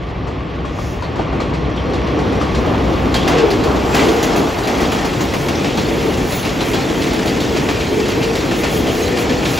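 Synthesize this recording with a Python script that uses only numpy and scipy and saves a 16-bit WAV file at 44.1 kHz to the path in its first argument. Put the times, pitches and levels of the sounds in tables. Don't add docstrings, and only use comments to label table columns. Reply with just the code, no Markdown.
import sys
import numpy as np
from scipy import signal
from scipy.fft import rfft, irfft, next_fast_len
from scipy.io import wavfile

SR = 44100
rng = np.random.default_rng(int(sys.argv[2]) if len(sys.argv) > 2 else 0)


def wav_record(signal):
    frames = np.transpose(np.atleast_2d(signal))
    bounded = np.clip(frames, -1, 1)
    quanta = np.round(bounded * 32767).astype(np.int16)
    wavfile.write(sys.argv[1], SR, quanta)


N = 422919
TIME = np.arange(N) / SR

# start_s, distance_m
DISTANCE = [(0, 63), (1.5, 55), (2.9, 33), (3.4, 22), (4.2, 8.3), (9.59, 2.8)]
# start_s, deck_roar_db, rail_ring_db, wheel_hiss_db
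ROLLING = [(0, -28, -32.5, -35.5), (1.03, -26.5, -31.5, -33), (1.22, -22.5, -28, -31),
           (1.75, -22, -28, -31), (2.2, -18, -25, -28.5), (2.95, -18.5, -23, -28), (3.8, -18, -22, -28),
           (4.3, -19, -18.5, -25), (4.55, -22.5, -23.5, -29), (4.8, -19.5, -21, -25.5),
           (5.3, -20.5, -25.5, -28.5), (6.0, -18.5, -25, -27.5), (6.48, -22, -26.5, -28.5),
           (6.75, -19, -25.5, -26.5), (8.3, -19, -26, -27.5), (9.59, -18.5, -24, -26)]
# pitch_hz, level_db (per Hz)
DECK = [(110, -24.5), (175, -2.5), (210, -1.5), (255, 2.5), (340, 1.5), (400, -0.5), (490, -3.5), (560, -7),
        (800, -24.5)]
# pitch_hz, level_db (per Hz)
RAILS = [(380, -46), (570, 0.5), (780, 0.5), (980, -4), (1200, -6.5), (1450, -8), (2200, -30.5)]
# pitch_hz, level_db (per Hz)
SIZZLE = [(4500, -3), (6800, 9), (8500, -13), (10000, 8), (12000, 1.5), (14000, 6), (16000, 0.5)]
# pitch_hz, level_db (per Hz)
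CLACK = [(700, -19), (1400, 2), (2400, 2), (4200, 0), (6500, -7), (8500, -12.5), (16000, -35)]
# (time to fall by 60 dB, before any damping by the rail)
WHEEL = [(1816, 5, 0.2), (2450, -12, 0.38), (2780, 3, 0.17), (3296, 2, 0.45), (4070, -15, 0.15),
         (4250, -3.5, 0.49), (5060, -6, 0.16), (5810, -4, 0.18), (6630, -18.5, 0.2), (7500, -4, .12)]
WHEELS_DIFFER = 0.0299


def from_db(db):
    return 10 ** (np.asarray(db) / 20)


def rms_one(x):
    return x / np.sqrt(np.mean(x ** 2))


def in_time(rows):
    s, *columns = np.transpose(rows)
    return [np.interp(TIME, s, column) for column in columns]


def filtered(x, gain_at):
    size = next_fast_len(N, real=True)
    hz = np.maximum(np.arange(size // 2 + 1) * SR / size, 1)
    return irfft(rfft(x, size) * gain_at(hz), size)[..., :N]


def at_hz(points, hz):
    knots, values = np.transpose(points)
    return np.interp(np.log(hz), np.log(knots), values)


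def noise(spectrum):
    low, high = spectrum[0][0], spectrum[-1][0]

    def colour(hz):
        edges = np.minimum(1, np.minimum(hz / low, high / hz)) ** 4
        return from_db(at_hz(spectrum, hz)) * edges

    return rms_one(filtered(rng.standard_normal((2, N)), colour))


def drift(rate):
    knots = rng.standard_normal(N // 16)
    return np.interp(TIME * min(rate, SR / 20), np.arange(len(knots)), knots)


def resonance(hz, width_hz):
    swing = np.array([drift(width_hz) + 1j * drift(width_hz) for side in range(2)])
    turns = np.cumsum(hz * np.ones(N)) / SR
    return rms_one(np.real(swing * np.exp(2j * np.pi * turns)))


def steadied(tone, knee=2.0):
    swing = np.abs(signal.hilbert(tone, next_fast_len(N))[:, :N])
    return rms_one(tone / np.sqrt(1 + (swing / knee) ** 2))


def blows(times, heights):
    clicks = np.zeros(N)
    clicks[np.clip(np.round(times * SR).astype(int), 0, N - 1)] = heights
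    return clicks + 1e-18


def dying(clicks, t60, rise=0):
    power = signal.lfilter([1], [1, -from_db(-120 / (t60 * SR))], clicks ** 2)
    keep = np.exp(-1 / (rise * SR + 1))
    return signal.lfilter([1 - keep], [1, -keep], np.sqrt(power))


def ring(clicks, hz, t60):
    r, w = from_db(-60 / (t60 * SR)), 2 * np.pi * hz / SR
    return signal.lfilter([0, np.sin(w)], [1, -2 * r * np.cos(w), r * r], clicks)


def slip_rings(per_s, low_hz, high_hz, t60, count=40):
    slips = rng.random((int(per_s * N / SR), 4))
    times = slips[:, 0] * N / SR
    dealt = (slips[:, 1] * count).astype(int)
    heights = from_db(12 * slips[:, 2]) * np.sign(slips[:, 3] - .5)
    pitches = np.geomspace(low_hz, min(high_hz, SR / 2.5), count)
    pitches = pitches * (1 + 0.0144 * rng.standard_normal(count))
    return rms_one(sum(ring(blows(times[dealt == k], heights[dealt == k]), hz, t60)
                       for k, hz in enumerate(pitches)))


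def swell(s, attack_s, release_s, time=TIME):
    stretch = np.where(time < s, attack_s, release_s)
    return np.exp(-np.minimum(((time - s) / stretch) ** 2, 50))


def with_swells(level_db, swells):
    coarse = TIME[::64]
    power = sum((from_db(db) * swell(s, attack, release, coarse)) ** 2 for s, db, attack, release in swells)
    return np.sqrt(from_db(level_db) ** 2 + np.interp(TIME, coarse, power))


def rolling():
    # start_s (their peak), deck_roar_db, rail_ring_db, wheel_hiss_db
    jolts = [(2.7, -37, -26, -33), (2.9, -21, -36, -48), (3.33, -32, -19.5, -22.5), (3.68, -24, -23, -45),
             (3.99, -15, -19.5, -22.5), (4.22, -32, -27, -36), (4.37, -17, -30, -34)]
    attack_s, release_s = 0.079, 0.14
    return [with_swells(level_db, [(s, dbs[k], attack_s, release_s) for s, *dbs in jolts])
            for k, level_db in enumerate(in_time(ROLLING))]


def viaduct(roar, rail, carry_m=25, surge_db=1.3):
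    # start_s, level_db
    rumble = [(0, -26.5), (1.5, -24.5), (2.3, -23), (3.2, -20.5), (3.85, -24.5), (4.7, -26.5), (5.4, -24),
              (8.1, -25.5), (9.59, -24)]
    # pitch_hz, level_db (per Hz)
    girder_colour = [(20, -35), (32, -10), (47, 1.5), (70, 3), (105, 1.5), (150, 1), (190, -4), (280, -68)]
    girders = from_db(in_time(rumble)[0]) * noise(girder_colour)
    deck = roar * from_db(-0.5 + surge_db * drift(12)) * noise(DECK)
    rails = rail * from_db(-0.97 + 1.0 * drift(30)) * noise(RAILS)
    far = 1 - np.exp(-in_time(DISTANCE)[0] / carry_m)
    ahead = rail * from_db(-6.5) * resonance(hz=1123, width_hz=240)
    ahead = ahead + roar * from_db(-11.0) * resonance(hz=145.8, width_hz=80)
    throb = from_db(-28.5) * swell(2.98, attack_s=0.53, release_s=0.53) * resonance(hz=58, width_hz=16)
    return girders + throb + deck + rails + deck_boom() + far * ahead


def deck_boom():
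    # start_s (their peak), level_db, half_length_s, pitch_hz (before it wanders)
    booms = [(3.35, -18.5, 0.041, 478.7), (3.433, -12.5, 0.067, 441.7), (3.682, -16, 0.048, 439),
             (4.088, -17, 0.081, 453.6), (4.28, -24, 0.27, 449), (6.07, -19.5, 0.042, 446),
             (7.987, -19.5, 0.11, 441.5), (8.248, -17.5, 0.077, 459.4), (8.9, -22.5, 0.15, 440.7),
             (9.167, -22.5, 0.094, 474)]
    under_roar_db, loss_db_per_m = -11, 0.05
    wander_hz, rough_db = 11, 3.5
    lower_ratio, lower_db = .75, -7
    base_db = in_time(ROLLING)[0] + under_roar_db - loss_db_per_m * in_time(DISTANCE)[0]
    gain = with_swells(base_db, [(s, db, half, half) for s, db, half, hz in booms])
    hz = in_time(booms)[2] + wander_hz * drift(14)
    modes = steadied(resonance(hz, width_hz=70))
    modes = modes + from_db(lower_db) * resonance(hz * lower_ratio, width_hz=80)
    return gain * from_db(rough_db * np.tanh(drift(70))) * modes


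def panels(roar):
    plates = np.array([slip_rings(per_s=83, low_hz=130.7, high_hz=538.8, t60=0.38, count=20)
                       for side in range(2)])
    return roar * from_db(-10) * plates


def wheel_hiss(level_db=-0.78, air_db_per_m=0.95, air_power=2.58):
    # pitch_hz, level_db (per Hz)
    hiss_colour = [(900, -8.5), (1500, -0.5), (1900, 2.5), (2500, 1), (3200, -1), (4200, -5), (5500, -6.5),
                   (7200, -10.5), (8200, -11), (10000, -64), (16000, -52)]
    hiss = noise(hiss_colour) * from_db(0.14 * drift(35) + 0.71 * drift(400))
    hiss = hiss + from_db(-11.5) * grinding()
    distance, out = in_time(DISTANCE)[0], 0
    centres = np.geomspace(1500, 15000, num=7)
    for centre, share in zip(centres, np.eye(len(centres))):
        band = filtered(hiss, lambda hz: np.interp(hz, centres, share))
        loss_db = air_db_per_m * distance * (centre / centres[-2]) ** air_power
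        out = out + band * from_db(1.0 * drift(20) - loss_db)
    return from_db(level_db) * out


def grinding(surge_db=-1.0, damping=3.4):
    rough, out = rng.standard_normal(N), 0
    for hz, db, t60 in WHEEL:
        drive = rough * from_db(db + surge_db * np.tanh(drift(6.3)))
        out = out + sum(ring(drive, hz * (1 + WHEELS_DIFFER * size), t60 / damping) for size in (-.5, .5))
    return rms_one(out)


def rail_joints(air_db_per_m=1.0):
    times, peak_db, treble_db, knock_db, clank_hz = axles()
    distance = np.interp(times, *np.transpose(DISTANCE))
    hits = blows(times, from_db(peak_db))
    crack = from_db(-11.5) * dying(hits, t60=0.018)
    flutter = from_db(0.77 * np.tanh(drift(280)))
    rattle = from_db(-9.5) * dying(hits, t60=0.31, rise=0.0024) * flutter
    clack = noise(CLACK) * (crack + rattle)
    treble_hits = blows(times, from_db(peak_db + treble_db - air_db_per_m * distance))
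    spray = from_db(10.5) * noise(SIZZLE) * dying(treble_hits, t60=0.21, rise=.0008)
    knocks = blows(times, from_db(knock_db))
    knock = from_db(1.5) * noise(RAILS) * dying(knocks, t60=0.22, rise=0.00082)
    thud = from_db(6.0) * noise(DECK) * dying(knocks, t60=0.15, rise=0.0071)
    parts = clanks(times, peak_db, clank_hz) + from_db(-25.0) * struck_wheels(times, peak_db)
    return clack + spray + knock + thud + parts


def axles():
    # start_s, clack_peak_db, second_axle_db (over the first), treble_db (over the clack), knock_db,
    # first_clank_hz, second_clank_hz
    trucks = [(0.271, -30, -12, -43, -28, 1920, 1900), (0.651, -28, -1, -36, -31, 1904, 2000),
              (1.023, -26.5, -2, -43, -26.5, 4250, 1900), (1.192, -31, -1.5, -42, -21, 2000, 1990),
              (1.403, -22, -3.5, -35, -28, 4170, 4170), (1.76, -29, -6, -44, -32, 3220, 1900),
              (1.935, -22.5, -6, -28, -27, 4030, 4300), (2.189, -23.5, -3, -35, -24.5, 2040, 2000),
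              (2.413, -19.5, 1, -29, -28, 1553, 1910), (3.142, -10, -1.5, -5.5, -20, 4310, 1930),
              (3.381, -16, -15, -33, -30, 2720, 2700), (3.504, -15.5, -4, -10, -37, 4300, 4300),
              (3.945, -10.5, -18, -14, -19, 1550, 2300), (4.228, -14.5, -3, -13, -26, 6580, 2400),
              (4.672, -16, 0.5, -21, -23.5, 2370, 2220), (4.918, -14.5, -3, -19.5, -21.5, 2600, 2400),
              (5.207, -17, 0, -20, -21.5, 6700, 2560), (5.484, -15, -16, -23, -23.5, 2620, 2580),
              (5.645, -15.5, 2, -28, -22.5, 2412, 3930), (6.173, -22, 0, -18, -45, 2240, 2280),
              (6.322, -18, 2, -24, -25, 3940, 2730), (6.607, -15, 1, -32, -23, 3580, 3520),
              (7.131, -25, 1, -14, -25.5, 2500, 2500), (7.277, -16.5, 0.5, -25, -30, 4330, 4000),
              (7.562, -16, 2, -29, -24, 2410, 2240), (8.083, -20.5, -8, -18, -27, 6460, 2495),
              (8.229, -16, 1, -26, -30, 4320, 3930), (8.511, -16, 3.5, -31, -24, 2396, 2590),
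              (8.747, -20.5, 3, -29, -32, 2510, 2800), (9.172, -17, 0.5, -32, -26, 4300, 2250),
              (9.453, -13.5, 0, -33, -29, 3605, 2620)]
    spacing_m, speed_m_per_s, speeds_up_at_s, acceleration_m_per_s2 = 2.08, 15.5, 3.5, .26
    s, peak_db, second_db, treble_db, knock_db, first_hz, second_hz = np.transpose(trucks)
    speed = speed_m_per_s + acceleration_m_per_s2 * np.maximum(s - speeds_up_at_s, 0)
    first = [s, peak_db, treble_db, knock_db, first_hz]
    second = [s + spacing_m / speed, peak_db + second_db, treble_db, knock_db + second_db, second_hz]
    return np.hstack([first, second])


def clanks(times, levels_db, pitches, count=9):
    trim_db, t60_s, spread = -11, 0.091, 0.1067
    rebound_s, rebound_db = .016, -2.5
    out, age = np.zeros(N + SR), np.arange(SR // 5) / SR
    chances = rng.uniform(-1, 1, (len(times), 2, count + 1))
    for s, db, hz, luck in zip(times, levels_db, pitches, chances):
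        for delay, loss_db, (jitter, *offsets) in zip((0, rebound_s), (0, rebound_db), luck):
            modes = hz * (1 + spread * (np.linspace(-1, 1, count) + .5 * np.array(offsets)))
            sines = np.sin(2 * np.pi * np.outer(modes, age))
            tone = np.sign(offsets) @ sines / np.sqrt(count / 2)
            start = int((s + delay * (1 + .5 * jitter)) * SR)
            out[start:start + len(age)] += from_db(trim_db + db + loss_db - 60 * age / t60_s) * tone
    return out[:N]


def struck_wheels(times, peak_db, uneven_db=5, count=3):
    luck = uneven_db * (2 * rng.random((len(times), len(WHEEL))) - 1)
    out = 0
    for w in range(count):
        for k, (hz, db, t60) in enumerate(WHEEL):
            heights = from_db(peak_db + db + luck[:, k])
            hits = blows(times[w::count], heights[w::count])
            out = out + ring(hits, hz * (1 + WHEELS_DIFFER * (w - 1)), t60)
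    return out


def flanges():
    # start_s, level_db
    rubbing = [(0, -70), (1.7, -64), (2.5, -53), (3.4, -47), (4.7, -43), (8.0, -42), (9.59, -43)]
    # start_s (its peak), level_db, half_length_s
    flares = [(0.872, -50.5, 0.11), (4.05, -39, 0.18), (5.43, -41, 0.068), (6.08, -41.5, 0.16),
              (6.346, -33.5, 0.1), (6.697, -35, .06), (7.04, -41, 0.076), (8.59, -35, .05),
              (8.754, -33.5, 0.07), (8.999, -36, 0.12), (9.209, -32.5, .04), (9.522, -34, 0.097)]
    # pitch_hz, width_hz, level_db (against each other)
    squeal = [(6300, 210, -11), (7560, 160, -12), (8300, 400, 9), (10800, 500, -5), (11700, 700, 9),
              (15000, 600, 1)]
    tones = sum(from_db(db + 7.2 * np.tanh(drift(8.4))) * resonance(hz, width) for hz, width, db in squeal)
    sizzle = noise(SIZZLE) * from_db(1.2 * drift(11.0) + 0.78 * drift(900))
    flecks = slip_rings(per_s=130, low_hz=6100, high_hz=15550, t60=0.095)
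    pressure = with_swells(in_time(rubbing)[0], [(s, db, half, half) for s, db, half in flares])
    rub = sizzle + from_db(-10) * rms_one(tones) + from_db(-7.5) * flecks
    far_colour = [(5200, -1), (6700, -2), (8200, -18), (10000, -20)]
    far_hiss = from_db(-43.5) * swell(0.856, attack_s=0.13, release_s=0.13) * noise(far_colour)
    return pressure * from_db(0.1) * rub + far_hiss


def singing():
    songs = [(1.6, 4200, -52, .6, 329), (2.25, 5720, -51, .6, 415), (3.21, 3290, -34, 0.077, 90),
             (3.97, 7500, -38, 0.087, 600)]
    return sum(from_db(db) * swell(s, half, half) * resonance(hz, width) for s, hz, db, half, width in songs)


def squeaks():
    slips = [(3.166, 3225, -21, 0.0092), (3.646, 4360, -34, .015), (4.603, 8400, -38, .015),
             (5.218, 6680, -28, 0.01), (5.245, 14460, -36, .013), (6.365, 15050, -29, .015),
             (6.424, 10700, -35, 0.015), (7.722, 15116, -41, .012), (8.785, 11960, -34, .015),
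             (9.035, 6440, -25, 0.012)]
    waver_hz = 24.2
    out, waver = np.zeros(N), np.cumsum(waver_hz * drift(200)) / SR
    for s, hz, db, half in slips:
        on = np.abs(TIME - s) < 3 * half
        tone = np.sin(2 * np.pi * (hz * TIME[on] + waver[on]))
        out[on] += from_db(db) * swell(s, half, half, TIME[on]) * tone
    return out


def extra_clanks():
    # start_s, level_db (before the clank's trim), pitch_hz
    extra_blows = [(0.469, -32, 3300), (1.041, -25, 4230), (1.399, -18, 2050), (1.776, -18, 3270),
                   (3.152, -12, 2890), (3.216, -13, 3300), (3.847, -19, 2820), (3.994, -10, 2294),
                   (4.633, -16, 4150), (5.553, -16, 5600), (5.672, -16, 2600), (6.589, -20, 3620),
                   (7.799, -14, 2560), (7.933, -16, 2410), (7.988, -17, 2400), (8.206, -16, 2405)]
    return clanks(*np.transpose(extra_blows))


def loose_gear(per_s=36, spread_db=14):
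    taps = rng.random((int(per_s * N / SR), 2))
    clicks = blows(taps[:, 0] * N / SR, from_db(spread_db * taps[:, 1]))
    chatter = noise(CLACK) * dying(clicks, t60=0.085) * from_db(2.0 * np.tanh(drift(400)))
    clinks = slip_rings(per_s=140, low_hz=1793, high_hz=7530, t60=0.093, count=30)
    clinks = filtered(clinks, lambda hz: from_db(at_hz(CLACK, hz)))
    nearness = np.exp(-in_time(DISTANCE)[0] / 40)
    return nearness * (from_db(-8.0) * rms_one(chatter) + from_db(-8.0) * rms_one(clinks))


def rail_pings():
    # start_s, level_db (of the two modes together), pitch_hz (midway between the two)
    pings = [(0.268, -21, 1080), (0.407, -26, 1110), (0.647, -18, 1110), (0.789, -17.5, 1150),
             (1.023, -16, 976), (1.195, -14.5, 820), (1.401, -16, 1190), (1.432, -22, 900),
             (1.523, -19, 970), (2.066, -20.5, 1100), (2.413, -12, 1220), (2.747, -19, 920)]
    t60_s, split = 0.081, .025
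    return sum(ring(blows(np.array([s]), .5 * from_db(db)), hz * (1 + side * split), t60_s)
               for s, db, hz in pings for side in (-1, 1))


def hum():
    # start_s, level_db (before it wavers)
    hum_levels = [(0, -29), (1.0, -30), (1.6, -25.5), (2.5, -28.5), (3.3, -25.5), (3.9, -30), (4.3, -39),
                  (9.59, -57)]
    pitch_hz, wander_hz, waver_db = 62.5, .3, 1.5
    phase = 2 * np.pi * np.cumsum(pitch_hz + wander_hz * drift(2.8)) / SR
    return from_db(in_time(hum_levels)[0] + waver_db * drift(4.54)) * rms_one(np.sin(phase))


def stereo(pair, stray_db=-10):
    # pitch_hz, opposed_db (over the part common to both channels)
    width_points = [(60, -17), (130, -18), (260, -11), (450, -8.5), (700, -5.5), (1130, -6), (1420, -.5),
                    (1900, -5.5), (2200, -21), (2450, -33), (3300, -46), (3800, -72), (7000, -65)]
    delay_above_hz, in_step_hz, left_delay_s = 7550, 11200, .000236

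    def turn(hz):
        return np.pi * (in_step_hz - hz) * left_delay_s

    def common_gain(hz):
        below = 1 / np.hypot(1, from_db(at_hz(width_points, hz)))
        return np.where(hz < delay_above_hz, below, np.cos(turn(hz)))

    def opposed_gain(hz):
        below = 1 / np.hypot(1, from_db(-at_hz(width_points, hz)))
        return np.where(hz < delay_above_hz, below, from_db(stray_db) * np.sin(turn(hz)))

    mid = filtered(pair[0], common_gain)
    side = filtered(pair[1], opposed_gain)
    side = side + filtered(pair[0], lambda hz: (hz >= delay_above_hz) * 1j * np.sin(turn(hz)))
    return np.array([mid + side, mid - side])


def scene():
    roar, rail, hiss = rolling()
    train = viaduct(roar, rail) + panels(roar) + hiss * (wheel_hiss() + loose_gear())
    train = train + rail_joints() + flanges() + singing() + squeaks()
    train = train + extra_clanks() + rail_pings()
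    lean_db = np.array([[.55], [-.55]])
    return filtered(stereo(train) + hum(), lambda hz: from_db(lean_db / (1 + (hz / 800) ** 2)))


def record(dry):
    cutoff_hz = 15700
    rounded = dry / (1 + dry ** 6) ** (1 / 6)
    return signal.sosfilt(signal.ellip(10, .1, 80, cutoff_hz, fs=SR, output="sos"), rounded)


dry = scene()
out = record(dry)
wav_record(out)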